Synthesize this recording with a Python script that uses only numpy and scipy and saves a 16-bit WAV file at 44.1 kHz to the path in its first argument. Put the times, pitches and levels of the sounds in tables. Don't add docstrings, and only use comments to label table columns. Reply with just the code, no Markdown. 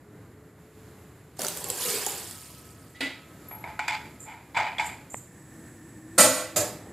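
import sys
import numpy as np
from scipy import signal
from scipy.fft import rfft, irfft
from scipy.io import wavfile
from scipy.ndimage import uniform_filter1d

SR = 44100
rng = np.random.default_rng(int(sys.argv[2]) if len(sys.argv) > 2 else 0)


def generate_wav(signal):
    frames = np.transpose(np.atleast_2d(signal))
    scaled = np.clip(frames, -1, 1) * 32767
    pcm = np.round(scaled).astype(np.int16)
    wavfile.write(sys.argv[1], SR, pcm)


N = 305345

STREAM_START, STREAM_END = 1.385, 2.108


def gain_of(db):
    return 10 ** (np.asarray(db) / 20)


def evened(x):
    return x / np.sqrt(np.mean(x ** 2) + 1e-20)


def read(points, hz):
    f, value = np.transpose(points)
    return np.interp(np.log(hz + 1), np.log(f + 1), value)


def add(mix, s, sound):
    part = mix[max(round(s * SR), 0):][:len(sound)]
    part += sound[:len(part)]


def colour(x, spectrum, size=4096):
    level_db = np.maximum(read(spectrum, abs(np.fft.fftfreq(size, 1 / SR))), -100)
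    log_gain = np.log(gain_of(level_db))
    taps = np.fft.ifft(np.exp(np.conj(signal.hilbert(log_gain)))).real
    return signal.oaconvolve(x, taps[:size // 2])[:len(x)]


def whistle(modes, n):
    hz = np.fft.rfftfreq(n, 1 / SR)
    shape = sum(gain_of(db) / (1 + (2 * (hz - f) / width) ** 2) for f, width, db in modes)
    return evened(irfft(rfft(rng.standard_normal(n)) * shape, n))


def waver(n, rate):
    return whistle([(0, 2 * rate, 0)], n)


def fade(start, end):
    t = np.arange(N) / SR
    return np.clip(np.minimum(t - start, end - t) / 0.05, 0, 1)


def swell(start, rise, end, fall_db_per_s):
    t = np.arange(N) / SR
    return np.clip((t - start) / rise, 0, 1) * gain_of(-fall_db_per_s * np.maximum(t - end, 0))


def dying(x, age):
    # (frequency [Hz], decay time for 60 dB [s])
    decay_times = [(150, 0.31), (700, 0.52), (2200, 0.55), (5000, 0.48), (9000, 0.37), (15000, 0.48)]
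    hz, t, z = signal.stft(x, SR, nperseg=256)
    frame_age = np.interp(t * SR, np.arange(len(x)), age)
    z = z * gain_of(-60 * frame_age / read(decay_times, hz)[:, None])
    return signal.istft(z, SR, nperseg=256)[1][:len(x)]


def kitchen(x, wet_db):
    t = np.arange(SR) / SR
    tail = dying(rng.standard_normal(SR) * (t > .003), t)
    echo = signal.oaconvolve(x, tail / np.linalg.norm(tail))[:N]
    return (x + gain_of(wet_db) * echo) / np.hypot(1, gain_of(wet_db))


def band(start, end, hz, width, db):
    return gain_of(db) * whistle([(hz, width, 0)], N) * fade(start, end)


def hum(start, end, hz, waver_hz, db):
    tone = np.sin(2 * np.pi * np.cumsum(hz + waver_hz * waver(N, 11.8)) / SR)
    return gain_of(db) * evened(tone * gain_of(3.0 * waver(N, 6.3))) * fade(start, end)


def stove():
    # (frequency [Hz], relative level [dB])
    burner = [(25, -32), (42, -25), (55, -12), (68, -3.5), (110, 0), (170, -3), (230, -7.5), (300, -4),
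              (420, -11.5), (600, -15), (850, -19.5), (1300, -20.5), (2000, -23.5), (3200, -42),
              (6000, -59)]
    burner_lidded = [(15, -54), (25, -28), (37, -25), (54, -10), (104, 2.5), (228, -2.5), (313, -1),
                     (439, -13.5), (478, -6.5), (532, -15), (831, -17), (1380, -20.5), (1780, -15.5),
                     (2560, -28), (4000, -50), (5200, -87), (8800, -120)]
    # (frequency [Hz], relative level [dB])
    simmer = [(2000, 5.5), (2700, 0), (4000, 1), (6000, -4), (7300, 6), (8200, -1), (9100, -2.5),
              (10500, 1), (12000, 2.5), (13500, -5), (15500, -10)]
    simmer_lidded = [(2500, -9), (4000, -7.5), (4800, -9.5), (6300, -6.5), (7100, 1), (7400, -1),
                     (7900, 8.5), (8500, -7), (9300, -11), (10600, 0), (12000, -7), (13500, -12),
                     (15500, -13)]
    # (time [s], level [dB])
    burner_level = [(0, -52), (1.6, -50.5), (5, -49.5)]
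    simmer_level = [(0, -67), (.55, -66), (.75, -60), (2.6, -68.5), (3.3, -59), (4.4, -59.5)]
    # (start [s], end [s], pitch [Hz], rms pitch waver [Hz], level [dB])
    hums = [(0, 1.333, 429, 5.9, -61), (2.1, 4.32, 1285, 4.7, -64), (5.44, 7.015, 318.4, 10, -53)]
    lid_s = 5.26
    t = np.arange(N) / SR
    lidded = np.clip((t - lid_s) / 0.008, 0, 1)
    flame, flame_lidded, hiss, hiss_lidded = (
        evened(colour(rng.standard_normal(N), spectrum, size=16384))
        for spectrum in (burner, burner_lidded, simmer, simmer_lidded))
    open_pot = gain_of(np.interp(t, *np.transpose(burner_level))) * flame
    open_pot += gain_of(np.interp(t, *np.transpose(simmer_level))) * hiss
    closed_pot = gain_of(-48.5) * flame_lidded + gain_of(-58.5) * hiss_lidded
    out = (1 - lidded) * open_pot + lidded * closed_pot
    out *= gain_of(1.4 * waver(N, rate=4))
    out += band(0.57, lid_s, hz=2450, width=1200, db=-74.5)
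    out += band(lid_s, np.inf, hz=1790, width=74, db=-65.5)
    rumble = band(6.626, np.inf, hz=225, width=1000, db=-48)
    out += colour(rumble, [(35, -25), (90, 0)])
    return out + sum(hum(*row) for row in hums)


def tick(s, db, hz, bright_hz):
    out, t = np.zeros(N), np.arange(400) / SR
    knock = np.sin(2 * np.pi * hz * t) * np.exp(-t / 0.00051)
    knock += 0.54 * np.sin(2 * np.pi * bright_hz * t) * np.exp(-t / 0.0005)
    add(out, s, gain_of(db) * knock * (1 - np.exp(-t / 0.00077)))
    return out


def squeaks():
    # (time [s], level [dB], length [s], share of the shrill mode [0-1])
    squeak_rows = [(3.482, -41.5, 0.078, 1), (4.192, -46, 0.073, 0.1), (4.81, -52, 0.1, 0.1),
                   (4.838, -40.5, 0.048, 0.11), (5.094, -43.5, 0.11, 0)]
    # (frequency [Hz], width [Hz], relative level [dB])
    plain_modes = [(6280, 120, -1), (7250, 260, 14.5), (8070, 250, 9.5), (9100, 210, 5.5), (12900, 180, 3),
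                   (13550, 250, -10)]
    shrill_mode = [(11450, 140, 0)]
    out = np.zeros(N)
    for s, db, length, share in squeak_rows:
        n = int(length * SR)
        tone = (1 - share) * whistle(plain_modes, n) + share * whistle(shrill_mode, n)
        fluttering = evened(tone * gain_of(3.1 * waver(n, 50)))
        add(out, s, gain_of(db) * fluttering * signal.windows.tukey(n, .25))
    return kitchen(out, wet_db=-3)


def ringing(hz, t, count=60):
    knots = np.linspace(0, t[-1], count)
    wander = 1 + .5 * (rng.standard_normal(count) + 1j * rng.standard_normal(count))
    tone = (np.interp(t, knots, wander) * np.exp(2j * np.pi * (hz * t + rng.random()))).real
    return tone / np.std(tone[:SR // 10]) * (1 - np.exp(-t * hz / 4))


def strike(blows, spectrum, modes, ring_db, crack, grain_db, ripple_db):
    out, t = np.zeros(N), np.arange(SR) / SR
    comb = waver(SR // 2 + 1, 180)
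    unevenness = evened(comb - uniform_filter1d(comb, size=300))
    ripple = gain_of(ripple_db * np.tanh(2 * unevenness))
    for s, db, rise, rattle, tilt_db, ping_hz, ping_db in blows:
        age = np.hypot(t, rattle) - rattle
        noise = dying(irfft(rfft(rng.standard_normal(SR)) * ripple, SR), age)
        noise *= gain_of(grain_db * waver(SR, 86))
        noise = colour(noise * (1 + crack * np.exp(-t / 0.0031)), spectrum)
        ring = sum(gain_of(level - 60 * age / t60) * ringing(hz, t) for hz, level, t60 in modes)
        sound = noise / np.std(noise[:SR // 10]) + gain_of(ring_db) * ring / np.std(ring[:SR // 10])
        sound = colour(sound, [(500, 0), (16000, 5 * tilt_db)])
        onset = 1 - np.exp(-t / rise)
        ping = gain_of(ping_db) * np.sin(2 * np.pi * ping_hz * t) * np.exp(-t / 0.004)
        body = sound / np.std((onset * sound)[:SR // 20])
        add(out, s, gain_of(db) * onset * (body + ping))
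    return out


def utensils():
    # (time [s], level [dB], rattle [s], ping [Hz], ping re the level [dB])
    knock_rows = [(3.511, -45.5, .0014, 970, 5), (3.64, -41, .002, 2200, 16),
                  (3.792, -31.5, .002, 1480, 14), (3.88, -28, 0.0031, 1510, 7),
                  (4.783, -32, .001, 3360, 10.5), (4.796, -30, 0.0012, 2200, 15)]
    # (time [s], level [dB], rise [s], length [s])
    scrape_rows = [(3.673, -44, 0.0021, .005), (4.255, -44.5, 0.038, 0.041), (4.545, -34, 0.0052, .004),
                   (4.565, -24, 0.0052, .016)]
    # (frequency [Hz], relative level [dB])
    spectrum = [(150, -24), (300, -28.5), (600, -15.5), (850, -1), (1150, -13.5), (1480, -12), (1800, -8.5),
                (2300, -2.5), (2800, -16), (3600, -16), (4200, -20.5), (4700, -17.5), (5900, -29),
                (7600, -20), (8600, -31.5), (15000, -42)]
    # (frequency [Hz], relative level [dB], decay time for 60 dB [s])
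    modes = [(769, -8, 0.42), (858, 0, 0.42), (949, -3, 0.42), (1365, -13, 0.41), (1445, -11, 0.41),
             (1545, -13, 0.41), (2024, -11, 0.4), (2151, -5, 0.4), (2189, -5, 0.4), (2291, -9, 0.4),
             (2332, -3, 0.4), (2409, -11, 0.4), (2987, -15, 0.39), (3450, -16, 0.39), (3488, -16, 0.39),
             (5463, -25, 0.37)]
    blows = []
    for s, db, rattle, ping_hz, ping_db in knock_rows:
        tilt_db = 0.49 * (db + 30.5)
        blows.append((s, db, .0006, rattle, tilt_db, ping_hz, ping_db))
    for s, db, rise, length in scrape_rows:
        blows.append((s, db, rise, length, -2.5, 890, 12.5))
    return strike(blows, spectrum, modes, ring_db=-2.0, crack=1.9, grain_db=2.0, ripple_db=5.0)


def cup():
    # (time [s], level [dB], rise [s], rattle [s], brightness [dB per octave],
    #         contact ping [Hz], ping re the level [dB])
    blows = [(2.948, -52.5, 0.0084, 0.0076, 1, 1950, 21), (3.006, -29, 0.00071, 0.0026, 0, 2000, -7)]
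    # (frequency [Hz], relative level [dB])
    spectrum = [(100, -33), (170, -15), (270, -11), (400, -12.5), (700, -12), (1200, -19.5), (2100, -7.5),
                (2800, -11), (3900, -14.5), (4800, -17.5), (5700, -27.5), (7400, -22.5), (9000, -27),
                (15000, -39)]
    # (frequency [Hz], relative level [dB], decay time for 60 dB [s])
    modes = [(271, -4, 0.38), (339, -13, 0.38), (1423, -15, 0.37), (1990, 0, 0.37), (2165, -11, 0.36),
             (2587, -13, 0.36), (3301, -15, 0.35), (3817, -11, 0.35), (4791, -20, 0.34), (7353, -24, 0.32)]
    return strike(blows, spectrum, modes, ring_db=1.0, crack=1.0, grain_db=-1.0, ripple_db=1.5)


def pan():
    # (time [s], level [dB], rise [s], rattle [s], brightness [dB per octave],
    #         contact ping [Hz], ping re the level [dB])
    blows = [(6.179, -12.5, 0.003, 0.054, 0.51, 1380, 2), (6.33, -33, 0.031, 0.029, -0.029, 7000, -6),
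             (6.38, -41, 0.016, .005, -0.13, 1350, 4)]
    # (frequency [Hz], relative level [dB])
    spectrum = [(70, -58), (130, -17), (250, -0.5), (360, -7.5), (600, 1), (900, -6.5), (1350, -4.5),
                (1700, -9), (2300, -8), (3000, -13.5), (4500, -10), (5900, -12.5), (7200, -8), (9500, -10),
                (11800, -13.5), (12700, -17), (15500, -28)]
    # (frequency [Hz], relative level [dB], decay time for 60 dB [s])
    modes = [(258, -11, 0.45), (508, -3, 0.45), (596, -2, 0.45), (620, -3, 0.45), (645, -5, 0.45),
             (1312, -5, 0.47), (1384, -8, 0.47), (1972, -10, 0.48), (3142, -16, 0.46), (5331, -13, 0.41),
             (6330, -12, 0.39), (6918, -3, 0.38), (6940, -7, 0.38), (6963, -8, 0.38), (7359, -5, 0.36),
             (8287, -10, 0.32), (8308, 0, 0.32), (8335, -5, 0.32), (8836, -11, 0.3), (8865, -8, 0.3),
             (9442, -11, 0.29), (9475, 0, 0.29), (9545, -11, 0.28), (10172, -14, 0.28), (10201, -11, 0.28),
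             (12427, -15, 0.26), (12603, -14, 0.25), (12629, -13, 0.25), (12766, -12, 0.25),
             (13865, -19, 0.25)]
    return strike(blows, spectrum, modes, ring_db=1, crack=0.19, grain_db=0.0, ripple_db=4.5)


def plate():
    # (time [s], level [dB], rise [s], rattle [s], brightness [dB per octave],
    #         contact ping [Hz], ping re the level [dB])
    blows = [(6.56, -22.5, 0.0019, 0.011, 0.21, 3700, -3), (6.668, -50, 0.0022, .005, 0, 480, 21)]
    # (frequency [Hz], relative level [dB])
    spectrum = [(70, -34), (130, 0), (230, -12), (330, 2), (620, -2.5), (900, -4.5), (1900, -8.5),
                (2900, -12.5), (4700, -10), (5700, -10.5), (7200, -4), (9000, -6), (13300, -13.5),
                (15500, -32)]
    # (frequency [Hz], relative level [dB], decay time for 60 dB [s])
    modes = [(319, -9, 0.42), (502, -9, 0.42), (594, 0, 0.42), (625, -5, 0.42), (730, -8, 0.42),
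             (2454, -17, 0.38), (4552, -16, 0.35), (4912, -14, 0.34), (6161, -9, 0.32), (6716, -11, 0.31),
             (6943, -6, 0.3), (7275, -3, 0.3), (7365, -6, 0.3), (7856, -10, 0.3), (9633, -14, 0.29),
             (10943, -16, 0.29), (11654, -17, 0.28), (12111, -13, 0.28), (13270, -11, 0.28),
             (13365, -14, 0.28)]
    return strike(blows, spectrum, modes, ring_db=1.5, crack=0.18, grain_db=-0.4, ripple_db=4)


def booms():
    # (time [s], level [dB])
    boom_rows = [(6.235, -37.5), (6.575, -39)]
    rise = 0.025
    level = sum(gain_of(db) * swell(s, rise, s + rise, fall_db_per_s=130) for s, db in boom_rows)
    return level * whistle([(113, 23, 0)], N)


def bubble(hz, cycles, glide):
    u = np.arange(int(6 * cycles * SR / hz) + 4) * hz / SR / cycles
    envelope = np.exp(-u) * (1 - np.exp(-u * cycles * 2))
    return envelope * np.sin(2 * np.pi * cycles * u * (1 + glide * u))


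def bubbling(lo_hz, hi_hz, per_s, cycles, spread_db, count=60):
    out = np.zeros(N)
    for hz in np.geomspace(lo_hz, hi_hz, count):
        strength = gain_of(spread_db * np.minimum(rng.exponential(1, N), 4))
        births = rng.random(N) < per_s / count / SR
        out += signal.oaconvolve(strength * births, hz * bubble(hz, cycles, 0.024))[:N]
    return out


def flow():
    # (start [s], rise [s], hold [s], spray level [dB], churning level [dB])
    surge_rows = [(1.387, 0.0061, 0.06, -37, -38), (1.724, .13, 0.072, -29.5, -45)]
    start, end = STREAM_START, STREAM_END
    rise_s, fall = 0.011, 69
    stream = swell(start, rise_s, end, fall)
    trickle = swell(1.362, rise_s, start, fall)
    foam = swell(start - .03, end - start, end, fall_db_per_s=25.5)
    spray = [gain_of(-41) * stream, gain_of(-41) * foam, gain_of(-51) * trickle]
    churn = [gain_of(-44.5) * stream]
    for s, rise, hold, spray_db, churn_db in surge_rows:
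        haste = np.sqrt(0.15 / rise)
        spray.append(gain_of(spray_db) * swell(s, rise, s + rise + hold, haste * 51))
        churn.append(gain_of(churn_db) * swell(s, rise, s + rise + hold, haste * 75))
    return np.linalg.norm(spray, axis=0), np.linalg.norm(churn, axis=0)


def drop(hz, size=1500):
    # (frequency [Hz], relative level [dB])
    slap_spectrum = [(200, -26), (1000, -2), (2000, -12), (3500, -4), (6000, -4.5), (8000, 2.5), (12000, 0),
                     (15500, -8)]
    age = np.arange(size) / SR
    bulk = 7300 / hz
    slap = evened(colour(rng.standard_normal(size), [(f / bulk, db) for f, db in slap_spectrum]))
    out = gain_of(-5.5) * np.sqrt(bulk) * slap * np.exp(-age / 0.0028)
    add(out, 0, gain_of(-2.0) * bubble(hz, cycles=9.8, glide=0.012))
    return out


def spatter(strength, count=36):
    out = np.zeros(N)
    for k, (when, size, pitch) in enumerate(rng.random((count, 3))):
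        s = STREAM_START + (k + when) / 22
        size_db = 6 - (2 * size - 1)
        add(out, s, gain_of(size_db) * drop(np.interp(pitch, (0, 1), (4000, 11900))))
    return out * strength


def gurgle(count=5):
    times = np.linspace(1.852, 1.962, count) + 0.00283 * rng.standard_normal(count)
    return list(zip(times, np.linspace(-25.5, -23, count), np.geomspace(478, 407, count)))


def pour():
    # (frequency [Hz], relative level [dB])
    spray_spectrum = [(590, -40), (1000, 12.5), (1080, -4.5), (1350, -9.5), (1640, -5), (1940, -8),
                      (2800, -6), (3700, -7), (4050, -8), (4440, -4), (6120, -8.5), (7270, -1), (12200, -5),
                      (15500, -13)]
    churn_spectrum = [(76, -31), (130, -23), (162, -3.5), (205, -13), (310, -9), (422, -5.5), (652, -9),
                      (765, -8.5), (2000, -23), (2600, -47), (4400, -120)]
    # (time [s], level [dB], pitch [Hz])
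    drop_rows = [(1.3935, -24.5, 5200), (1.418, -18, 6830), (1.448, -20, 4480), (1.467, -17, 6040),
                 (1.4838, -16, 7960), (1.573, -20.5, 7500), (1.6422, -20, 7400), (1.687, -23, 11800),
                 (1.701, -12, 7700), (2.0645, -14.5, 6900), (2.3107, -25.5, 7800)]
    # (time [s], level [dB], pitch [Hz])
    gulp_rows = [(1.393, -24.5, 640), (1.447, -25.5, 1330), (1.70, -29.5, 483), (2.066, -29.5, 420.4),
                 (2.069, -23, 813)]
    spray_gain, churn_gain = flow()
    fine_swarm = bubbling(1122, 14900, per_s=3000, cycles=8.3, spread_db=2.0)
    deep_swarm = bubbling(148.0, 2170, per_s=1500, cycles=2.54, spread_db=3.0)
    out = evened(colour(fine_swarm, spray_spectrum)) * spray_gain
    out += evened(colour(deep_swarm, churn_spectrum)) * churn_gain
    out += spatter(spray_gain)
    for s, db, hz in drop_rows:
        add(out, s, gain_of(db) * drop(hz))
    for s, db, hz in gulp_rows + gurgle():
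        add(out, s, gain_of(db) * bubble(hz, cycles=4.05, glide=0.0097))
    return kitchen(out, wet_db=-4.0)


def scene():
    mono = stove() + tick(s=5.144, db=-5, hz=860, bright_hz=1920) + squeaks()
    mono += utensils() + cup() + pan() + plate() + booms() + pour()
    return np.array([mono, mono])


def record(dry):
    # (frequency [Hz], level difference [dB])
    channel_difference = [(1500, 0), (2500, -.5), (3600, -4.6), (4800, -8.8), (5700, -10), (7000, -6.7),
                          (8200, -.4), (9000, .9), (10000, 3.2), (12000, 2), (13200, 0)]
    ratio = gain_of(read(channel_difference, np.fft.rfftfreq(N, 1 / SR)))
    balance = np.array([ratio, np.ones_like(ratio)]) * 2 / (1 + ratio)
    coloured = irfft(rfft(dry) * balance, N)
    low_pass = signal.firwin(255, 15550, window=("kaiser", 9), fs=SR)
    return signal.oaconvolve(coloured, low_pass[None], "same")


dry = scene()
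out = record(dry)
generate_wav(out)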